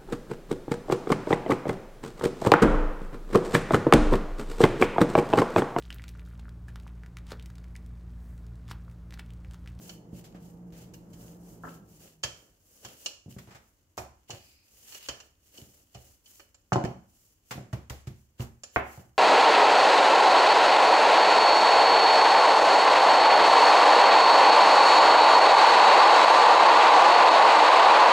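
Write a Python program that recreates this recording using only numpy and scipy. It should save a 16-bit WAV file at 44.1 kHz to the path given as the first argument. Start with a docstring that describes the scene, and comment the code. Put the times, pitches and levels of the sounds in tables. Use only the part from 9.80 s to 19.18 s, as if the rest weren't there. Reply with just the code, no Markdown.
"""A wooden rolling pin swishes over dough, close up, a handle clacking as it sets off.
On each stroke palms brush the pin, wood rubs on wood and the barrel rumbles over flour.
Hands pat and sweep the dough, and the barrel knocks the worktop into ringing, hardest near the end.
Behind it a kitchen appliance hums, clunks off about two seconds in and runs down."""
import sys
import numpy as np
from scipy import signal
from scipy.fft import rfft, irfft, next_fast_len
from scipy.io import wavfile
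from scipy.ndimage import uniform_filter1d

SR = 44100
rng = np.random.default_rng(int(sys.argv[2]) if len(sys.argv) > 2 else 0)


def dump_mix(stems):
    """Bounce the given channels to the path in sys.argv[1] as a 16-bit WAV at rate SR."""
    frames = np.atleast_2d(stems).T  # one column per channel
    limited = np.clip(frames, -1, 1)  # hard clip at full scale
    pcm = np.round(limited * 32767).astype(np.int16)
    wavfile.write(sys.argv[1], SR, pcm)


N = 413642
TIME = np.arange(N) / SR
HIT_SAMPLES = 32768
HZ = np.fft.rfftfreq(HIT_SAMPLES, 1 / SR) + 1e-3  # frequency axis of one hit
AGE = np.arange(HIT_SAMPLES) / SR  # seconds into one hit


# Pushes and pulls of the pin: start_s, length_s, peak_fraction, palms_db, rub_db, rumble_db
PIN_STROKES = [(0.0, 0.17, 0.28, -54.5, -58.5, -61), (1.30, 0.28, 0.6, -60.5, -65, -60),
               (1.59, 0.2, 0.59, -61, -70.5, -65), (1.80, 0.21, 0.48, -61, -63, -66),
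               (2.05, 0.16, .7, -62.5, -70.5, -78), (2.18, 0.17, 0.34, -59, -60, -62),
               (2.46, 0.29, .4, -68, -72, -65), (2.80, 0.32, 0.66, -62.5, -71, -70),
               (3.02, 0.16, 0.24, -57, -54, -57), (3.16, 0.18, 0.33, -55, -60, -66),
               (4.48, 0.14, 0.12, -59.5, -52, -77), (4.56, .23, 0.48, -65, -67.5, -77),
               (4.84, 0.22, 0.95, -60.5, -66, -73.5), (5.02, .17, 0.96, -51.5, -52.5, -74),
               (5.17, .17, 0.51, -55.5, -49, -71), (5.32, 0.19, 0.35, -68.5, -67, -69),
               (5.60, 0.14, 0.67, -66.5, -69.5, -80), (5.72, .16, 0.38, -56.5, -58, -63),
               (5.84, .26, 0.34, -64, -69.5, -71), (6.09, 0.31, 0.47, -62, -66.5, -74),
               (6.44, 0.23, 0.29, -60, -65, -92), (9.03, .23, 0.35, -60, -62.5, -73)]
# Hands and dough sliding on the floured worktop: start_s, length_s, peak_fraction, skin_db, scrape_db
HAND_SWEEPS = [(0.328, 0.099, 0.5, -59, -59), (0.408, .17, 0.13, -81, -68),
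               (0.588, 0.17, 0.31, -65.5, -68.5), (0.92, 0.16, .52, -61, -62.5),
               (3.489, 0.073, 0.27, -58.5, -61.5), (3.554, 0.16, 0.28, -67, -73),
               (3.778, 0.2, 0.44, -73, -90), (7.256, .32, 0.64, -66.5, -75),
               (7.646, 0.14, 0.61, -62.5, -69), (8.135, 0.092, 0.84, -72, -68),
               (8.317, 0.15, .55, -72.5, -83), (8.586, 0.071, 0.39, -57.5, -49.5),
               (8.925, 0.077, .5, -57.5, -59)]
# Hiss of brushing skin: freq_hz, gain_db
SKIN_EQ = [(500, -10.5), (2000, -16), (3000, -13), (3800, -13.5), (5500, -3.5), (7000, -0.5), (9000, -6.5),
           (12000, -4), (16000, -4)]
# Rasp of wood on wood: freq_hz, gain_db
RUB_EQ = [(500, -17.5), (1200, -8), (1850, -2), (2400, -1.5), (2950, 7), (3200, 2), (3700, -4), (4600, 0.5),
          (5500, -6.5), (7200, 1), (8500, -19), (16000, -16)]
# Low roll of the barrel: freq_hz, gain_db
RUMBLE_EQ = [(30, -27.5), (80, -2.5), (200, 13.5), (550, 15), (900, 3.5), (1700, 1.5), (2600, -26.5),
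             (6000, -59)]

def rolling():
    """Palms brush, wood rubs and the barrel rumbles, all following the uneven pressure of the hands."""
    # a sweep rumbles the worktop 8 dB under its scrape
    strokes = list(PIN_STROKES) + [(*sweep, sweep[-1] - 8) for sweep in HAND_SWEEPS]
    # hands never keep quite still, so each layer has a floor
    brush = friction([(*motion, db) for *motion, db, _, _ in strokes], floor_db=-78)
    press = friction([(*motion, db) for *motion, _, db, _ in strokes], floor_db=-79)
    roll = friction([(*motion, db) for *motion, _, _, db in strokes], floor_db=-80.5)
    grip = waver(rate_hz=35)
    grains = unit(amp(2.5 * waver(900) + 1.2 * waver(70)))
    flour = grains + amp(-11) * flour_crackles()
    skin = noise(SKIN_EQ) * brush * amp(2 + 1.3 * grip)
    skin *= unit(amp(.3 * waver(600)))  # flour makes the palms gritty
    rub = noise(RUB_EQ) * press * flour * amp(-3.5 + .5 * grip)
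    rumble = noise(RUMBLE_EQ) * roll * amp(-1.3 + 1.1 * grip)
    return skin + rub + rumble


def friction(strokes, floor_db, ends_db=-14, linger_db=-5.5, linger_t60_s=.18):
    """Rubbing envelope: swells as the hand speeds up, falls as it slows, then lingers in the room."""
    power = np.zeros((1, N))
    for start_s, length_s, peak, db in strokes:
        progress = np.arange(-length_s, 2 * length_s, 1 / SR) / length_s
        peak = np.clip(peak, .05, .95)
        from_peak = np.maximum((peak - progress) / peak, (progress - peak) / (1 - peak))
        arch = amp(db + ends_db * from_peak ** 2.23)
        before_zero = max(round((length_s - start_s) * SR), 0)
        add(power, start_s - length_s, arch[None, before_zero:] ** 2)
    decay = np.exp(-np.log(1e6) / (linger_t60_s * SR))
    lingering = signal.lfilter([1 - decay], [1, -decay], power + 1e-30)
    return np.sqrt(power + amp(linger_db) ** 2 * lingering + amp(floor_db) ** 2)


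def flour_crackles(per_s=45, decay_s=.001, spread_db=4.5):
    """Envelope of flour lumps crushed under the pin: sparse, tiny snaps of uneven size."""
    sizes = amp(spread_db * np.minimum(rng.exponential(1, N), 4))
    snaps = sizes * (rng.random(N) < per_s / SR)
    return unit(signal.lfilter([1], [1, -np.exp(-1 / (decay_s * SR))], snaps + 1e-20))


# The barrel landing: start_s, crack_db, cutoff_hz, thud_db, thud_hz
KNOCK_HITS = [(3.050, -47.5, 1500, -49, 139), (4.178, -33.5, 1230, -40, 112),
              (4.186, -43.5, 2600, -39.5, 115), (4.498, -41, 808, -43, 110), (5.289, -43, 2030, -41.5, 78),
              (6.151, -47.5, 740, -44, 86), (6.921, -21.5, 1460, -45, 149.4),
              (6.9242, -37, 1100, -23.5, 164), (6.9583, -21.5, 1027, -23.5, 232),
              (6.964, -27, 693, -24, 174), (7.056, -34, 810, -44, 201), (7.779, -45.5, 655, -33.5, 181),
              (8.9613, -19, 2320, -29.5, 113), (8.968, -33.5, 1000, -38, 310), (9.176, -48, 900, -45, 120)]
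# Resonances of the worktop: pitch_hz, boost_db, t60_s
WORKTOP_MODES = [(70.5, 10, 0.37), (110.2, -1, 0.085), (127.1, 5, 0.22), (192, -1, 0.17), (229.3, 5, 0.43),
                 (329, 0.5, 0.52), (370.6, 7, 0.16), (401.3, 1, .2), (555, 7, 0.086), (727, 7, 0.015),
                 (747, -3.5, .2), (854, -5, 0.12), (1026, 1.5, 0.089), (1300, -3.5, 0.2), (1450, 0.5, 0.28),
                 (2040, -8, .12), (2630, -2.5, .08)]
# Tone of the crack: freq_hz, gain_db
KNOCK_EQ = [(30, -54.5), (100, -15.5), (250, -4.5), (400, -6.5), (520, -7.5), (800, -5.5), (1300, -0.5),
            (2200, 0), (3500, -4.5), (7500, -4), (9500, -23), (16000, -31)]

def barrel_knocks():
    """The barrel lands with a crack and a thud that ring the worktop; harder contact is brighter."""
    out, worktop = np.zeros((2, N)), ringing(WORKTOP_MODES)
    for start_s, crack_db, cutoff_hz, thud_db, thud_hz in KNOCK_HITS:
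        contact = causal(amp(read(KNOCK_EQ, HZ)) * (blow(cutoff_hz) + amp(-30.5)))
        crack = amp(crack_db) * unit(worktop * contact)
        weight = amp(thud_db) * unit(worktop * thud(thud_hz))
        add(out, start_s, kitchen(crack + weight, near_db=-1.5, far_db=0, lag_samples=7.5))
    return out * amp([[-.7], [.7]])


# Handles hitting the barrel: start_s, handle_db, ring_hz, body_db
CLACK_HITS = [(0.094, -46, 3000, -52.5), (1.139, -58, 2860, -63), (1.333, -63.5, 3060, -78),
              (2.432, -40, 3080, -59), (2.436, -29.5, 3150, -34.5), (3.049, -45.5, 3170, -50.5),
              (3.26, -32, 2874, -43.5), (4.179, -43, 2450, -46), (4.505, -40.5, 2960, -48.5),
              (5.122, -50.5, 2950, -57.5), (5.147, -47, 2930, -52), (5.2867, -34.5, 3040, -38),
              (5.402, -51, 2880, -57), (5.776, -51.5, 2970, -68), (6.147, -52, 2930, -58),
              (6.459, -59, 3090, -77), (6.597, -55.5, 2990, -55), (6.745, -59, 7340, -66),
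              (6.93, -37, 2940, -38.5), (7.049, -46.5, 3040, -43.5), (8.835, -41.5, 7200, -50.5)]
# Hollow resonances of the barrel: pitch_hz, boost_db, t60_s
BARREL_MODES = [(570, -4.5, 0.05), (1350, -2.5, 0.0082), (1716, 3.5, 0.028), (2260, -5, 0.036)]
# Dull body of the barrel: freq_hz, gain_db
BARREL_EQ = [(40, -42.5), (220, -9), (550, 0), (900, -5), (1700, -2), (2500, -2), (3800, -40.5),
             (16000, -46)]
# High resonances of a handle: pitch_hz, boost_db, t60_s
HANDLE_MODES = [(4330, 2.13, 0.03), (5130, 0.83, 0.077), (5640, 0.92, 0.06), (6960, 2.3, 0.023)]
# Bright snap of a handle: freq_hz, gain_db
HANDLE_EQ = [(100, -36), (1500, -10), (2500, -4.5), (3100, -1), (3700, -7), (4400, -2.5), (6000, 2),
             (7200, 0), (8500, -11), (10500, -19.5), (16000, -30.5)]

def handle_clacks():
    """A handle snaps against the barrel: a bright ring over hollow wood."""
    out = np.zeros((2, N))
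    body = unit(ringing(BARREL_MODES) * causal(amp(read(BARREL_EQ, HZ))))
    snap = ringing(HANDLE_MODES) * causal(amp(read(HANDLE_EQ, HZ)))
    for start_s, handle_db, ring_hz, body_db in CLACK_HITS:
        loose_db = -.12 * (handle_db + 34)  # a light tap leaves the handle loose to ring more clearly
        ring = ringing([(ring_hz, 13.5 + loose_db, .024), (ring_hz * 1.45, .5 + loose_db, .025)])
        clack = amp(handle_db) * unit(snap * ring) + amp(body_db) * body
        add(out, start_s, kitchen(clack, near_db=7, far_db=3, lag_samples=6.5, near_s=.0053))
    return out * amp([[-3.5], [-.5]])


# Hands and dough landing: start_s, thud_db, thud_hz, slap_db, slap_hz, slap_length_s
PAT_HITS = [(0.328, -35.5, 138, -71, 1500, .037), (0.441, -64, 148, -49, 3830, 0.017),
            (0.546, -47, 220, -49, 446, 0.021), (0.924, -47.5, 132, -50, 1930, 0.098),
            (1.137, -52, 169, -50, 9000, .008), (1.332, -48, 110, -55, 5000, 0.0088),
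            (2.442, -41, 110, -37.5, 1970, 0.0086), (3.459, -41, 135, -72, 340, .012),
            (3.479, -41, 147, -72, 350, 0.013), (3.563, -38.5, 151, -54, 400, 0.013),
            (3.585, -52, 164, -45, 1820, .007), (3.674, -47, 144, -49, 880, 0.083),
            (3.708, -54, 150, -48.5, 1080, .02), (3.748, -52, 140, -45.5, 990, .015),
            (4.172, -49, 109.6, -40.5, 6940, 0.025), (4.53, -44, 126, -48, 800, 0.011),
            (5.784, -53, 270, -70, 594, 0.022), (5.818, -44, 124, -64, 400, .024),
            (6.156, -44, 84.6, -51.5, 700, 0.011), (7.039, -24, 164, -35.5, 400, 0.0021),
            (7.709, -41, 153, -30.5, 1300, 0.011), (7.755, -38, 150, -52, 860, 0.02),
            (7.929, -30, 131, -36, 680, 0.0073), (8.098, -56, 131, -36.5, 2930, 0.0033),
            (8.104, -33, 88, -39.5, 580, 0.0029), (8.271, -32.5, 116, -45, 1960, .0072),
            (8.596, -29, 121, -38, 450, 0.029), (8.613, -38.5, 136, -46, 7900, 0.011),
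            (9.194, -40.5, 128, -57, 800, .0065)]
# Top end of the slap: freq_hz, gain_db
SLAP_EQ = [(2000, 5.5), (4000, 0.5), (7500, 7), (8800, -1.5), (12000, 0.5), (16000, -2)]

def dough_pats(sink_s=.002):
    """Flesh on dough: a slap of many tiny contacts as air is squeezed out, then the weight thuds in."""
    out, worktop = np.zeros((2, N)), ringing(WORKTOP_MODES)
    treble = amp(read(SLAP_EQ, HZ))
    for start_s, thud_db, thud_hz, slap_db, slap_hz, length_s in PAT_HITS:
        band = (HZ / slap_hz) / (1 + (HZ / slap_hz) ** 2)
        slap = amp(slap_db - 16) * unit(causal(treble * band))  # held low: the scatter carries it
        add(out, start_s, kitchen(slap, near_db=13.5, far_db=12.5, near_s=length_s * .88))
        weight = amp(thud_db) * unit(worktop * thud(thud_hz))
        add(out, start_s + sink_s, kitchen(weight, near_db=-5.5, far_db=-.5))
    return out * amp([[1], [2]])


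# The sleeve's drag: start_s, length_s, peak_fraction, level_db
SLEEVE_STROKES = [(4.56, 0.4, 0.17, -66.5)]
# Swish of cloth: freq_hz, gain_db
SLEEVE_EQ = [(800, -27), (2000, -6), (2500, 5), (3400, -12), (4400, 1), (5000, 5.5), (5700, -11),
             (9000, -23), (16000, -18)]

def sleeve():
    """A sleeve drags along on one push."""
    return noise(SLEEVE_EQ) * friction(SLEEVE_STROKES, floor_db=-np.inf)


# The running motor: time_s, pitch_hz
MOTOR_CURVE = [(0, 166.6), (.7, 172.4), (1.4, 172.7), (1.85, 166.9)]
# Partials of its hum: pitch_ratio, level_db
HUM_PARTIALS = [(.69, -9.5), (1, -3), (1.75, -24.5), (2.721, -16)]
# The air it moves: freq_hz, gain_db
DRAUGHT_EQ = [(18, -43), (30, -23.5), (53, -8), (134, -17), (171, -1.5), (252, -15), (303, -10.5),
              (431, -17.5), (464, -20), (500, -19), (871, -24), (973, -29), (2500, -48), (3250, -62),
              (5500, -120)]

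def appliance_hum(off_s=1.937, fade_db_per_s=33.5, sag_hz_per_s=19):
    """A motor's wavering hum in moving air; once switched off it fades and slows."""
    coasting_s = np.maximum(TIME - off_s, 0)
    running_hz = np.interp(TIME, *np.transpose(MOTOR_CURVE))
    pitch_hz = np.maximum(running_hz - sag_hz_per_s * coasting_s, 0)
    hum = 0
    for ratio, db in HUM_PARTIALS:
        sway = amp(2.6 * waver(6))
        drift = 1 + .02 * waver(10)
        phase = 2 * np.pi * np.cumsum(ratio * pitch_hz * drift) / SR
        hum += amp(db) * sway * np.sqrt(2) * np.sin(phase)
    return amp(-52.5 - fade_db_per_s * coasting_s) * (amp(.5) * hum + noise(DRAUGHT_EQ))


# The switch-off clunk: start_s, level_db, cutoff_hz
CLUNK_HITS = [(1.836, -45, 1605), (1.849, -48.5, 1770), (1.859, -58.5, 910), (1.870, -49, 1700),
              (1.884, -60.5, 3200)]
# Resonances of the casing: pitch_hz, boost_db, t60_s
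CASING_MODES = [(260, 14, 0.13), (1077, 3, 0.16), (1330, 10, 0.056), (1600, 6.4, 0.064)]

def appliance_clunk():
    """Quick blows ring the casing across the room, heard mostly as reflections."""
    out, low_cut = np.zeros((2, N)), HZ / (HZ + 200)
    for start_s, db, cutoff_hz in CLUNK_HITS:
        casing = unit(ringing(CASING_MODES) * causal(blow(cutoff_hz, order=11) * low_cut))
        add(out, start_s, kitchen(amp(db) * casing, near_db=8, far_db=7.5))
    return out


# Still kitchen air: freq_hz, gain_db
AIR_EQ = [(18, -8.5), (35, 7), (50, 12), (90, 12.5), (160, -1), (300, 0.5), (500, -15), (1100, -12),
          (2500, -20), (4000, -32), (6500, -16), (9000, -35.5), (15500, -22.5)]

def room_tone():
    """A faint, bass-heavy bed of still air."""
    return amp(-70.5) * noise(AIR_EQ)


# Reverb time of the kitchen: freq_hz, t60_s
TAIL_DECAY = [(70, 0.59), (200, 0.34), (600, 0.34), (1500, 0.47), (4000, 0.35), (8000, 0.47), (16000, 0.21)]
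# Tone of the reverb: freq_hz, gain_db
TAIL_EQ = [(70, -7.5), (200, 1), (600, 4.5), (1500, -3), (4000, 0.5), (8000, -4.5), (16000, 8)]

def kitchen(spectrum, near_db, far_db, lag_samples=0, near_s=.0055, build_s=.0014):
    """One hit as heard: direct sound, scatter from things close by, then the room's tail."""
    delay_samples = (abs(lag_samples) + np.array([[lag_samples], [-lag_samples]])) / 2
    direct = np.exp(-2j * np.pi * HZ / SR * delay_samples)
    echoes = irfft(diffuse(HIT_SAMPLES)[1])
    scatter = echoes[:, ::-1] * np.sqrt(AGE) * np.exp(-AGE / near_s)
    hz, t, bands = signal.stft(echoes, SR, nperseg=512)
    t60 = read(TAIL_DECAY, hz)[:, None]
    bands = bands * amp(read(TAIL_EQ, hz)[:, None] - 60 * t / t60) * np.sqrt(np.log(1e6) / t60 / SR)
    tail = signal.istft(bands, SR)[1][:, :HIT_SAMPLES] * (1 - np.exp(-AGE / build_s))
    room = direct + amp(near_db) * unit(rfft(scatter)) + amp(far_db) * rfft(tail)
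    fade = np.minimum(1, 4 * (1 - AGE / AGE[-1])) ** 2
    return irfft(spectrum * room) * fade * np.sqrt(SR / 200)  # hit levels are rms over 5 ms


# Stereo image of the room: freq_hz, left_right_correlation
STEREO_IMAGE = [(30, 0.95), (70, 0.87), (160, 0.92), (300, 0.98), (600, 0.48), (1100, -0.051),
                (2000, -0.061), (5000, -0.062), (16000, 0.037)]

def diffuse(size):
    """Frequencies and stereo spectra of white noise, centred in the bass and wide in the treble."""
    hz = np.fft.rfftfreq(size, 1 / SR)
    mid, side = rfft(rng.standard_normal((2, size)))
    alike = read(STEREO_IMAGE, hz)
    mid, side = mid * np.sqrt((1 + alike) / 2), side * np.sqrt((1 - alike) / 2)
    return hz, np.array([mid + side, mid - side])


def noise(eq):
    """Steady stereo noise through an EQ curve, at rms 1."""
    size = next_fast_len(N)
    hz, white = diffuse(size)
    return unit(irfft(white * amp(read(eq, hz)), size)[:, :N])


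def blow(cutoff_hz, order=5.45):
    """Spectrum of a contact force: the shorter the contact, the higher it reaches."""
    return 1 / np.sqrt(1 + (HZ / cutoff_hz) ** (2 * order))


def thud(hz, low_order=2.29):
    """Spectrum of a soft push on the worktop, a cycle or two near hz."""
    return causal(blow(hz * .93, order=2.66) / np.sqrt(1 + (hz / HZ) ** (2 * low_order)))


def ringing(modes):
    """Decaying modes on top of a flat response."""
    return 1 + sum(amp(db) / (1 + 2j * np.pi * (HZ - hz) * t60 / np.log(1000)) for hz, db, t60 in modes)


def causal(gain):
    """Minimum-phase spectrum: the sharpest attack this tone allows."""
    log_gain = np.log(np.maximum(gain / gain.max(), 1e-5))
    mirrored = np.r_[log_gain, log_gain[-2:0:-1]]
    return np.exp(np.conj(signal.hilbert(mirrored)))[:len(HZ)]


def waver(rate_hz):
    """Smooth random modulation at rms 1."""
    knots_s = np.arange(0, N / SR, 1 / (8 * rate_hz))
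    smooth = uniform_filter1d(uniform_filter1d(rng.standard_normal(len(knots_s)), 3), 3)
    return unit(np.interp(TIME, knots_s, smooth))


def amp(db):
    """Decibels to gain."""
    return 10 ** (np.asarray(db) / 20)


def unit(x):
    """Scales to rms 1."""
    return x / np.sqrt(np.mean(abs(x) ** 2) + 1e-30)


def read(curve, hz):
    """Reads a curve on a log-frequency axis."""
    points_hz, values = np.transpose(curve)
    return np.interp(np.log(hz + 1), np.log(points_hz + 1), values)


def add(mix, start_s, sound):
    """Mixes a sound in at start_s."""
    part = mix[:, max(round(start_s * SR), 0):][:, :sound.shape[1]]
    part += sound[:, :part.shape[1]]


def scene():
    """Pin and hands up front, the appliance and room tone behind."""
    baking = barrel_knocks() + handle_clacks() + dough_pats() + rolling() + sleeve()
    appliance = (appliance_hum() + appliance_clunk()) * amp([[-.4], [.4]])
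    return baking + appliance + room_tone()


def record(dry):
    """A steep low-pass trims the very top."""
    low_pass = signal.firwin(511, 15750, window=("kaiser", 8), fs=SR)
    return signal.oaconvolve(dry, low_pass[None], "same")


dry = scene()
out = record(dry)
dump_mix(out)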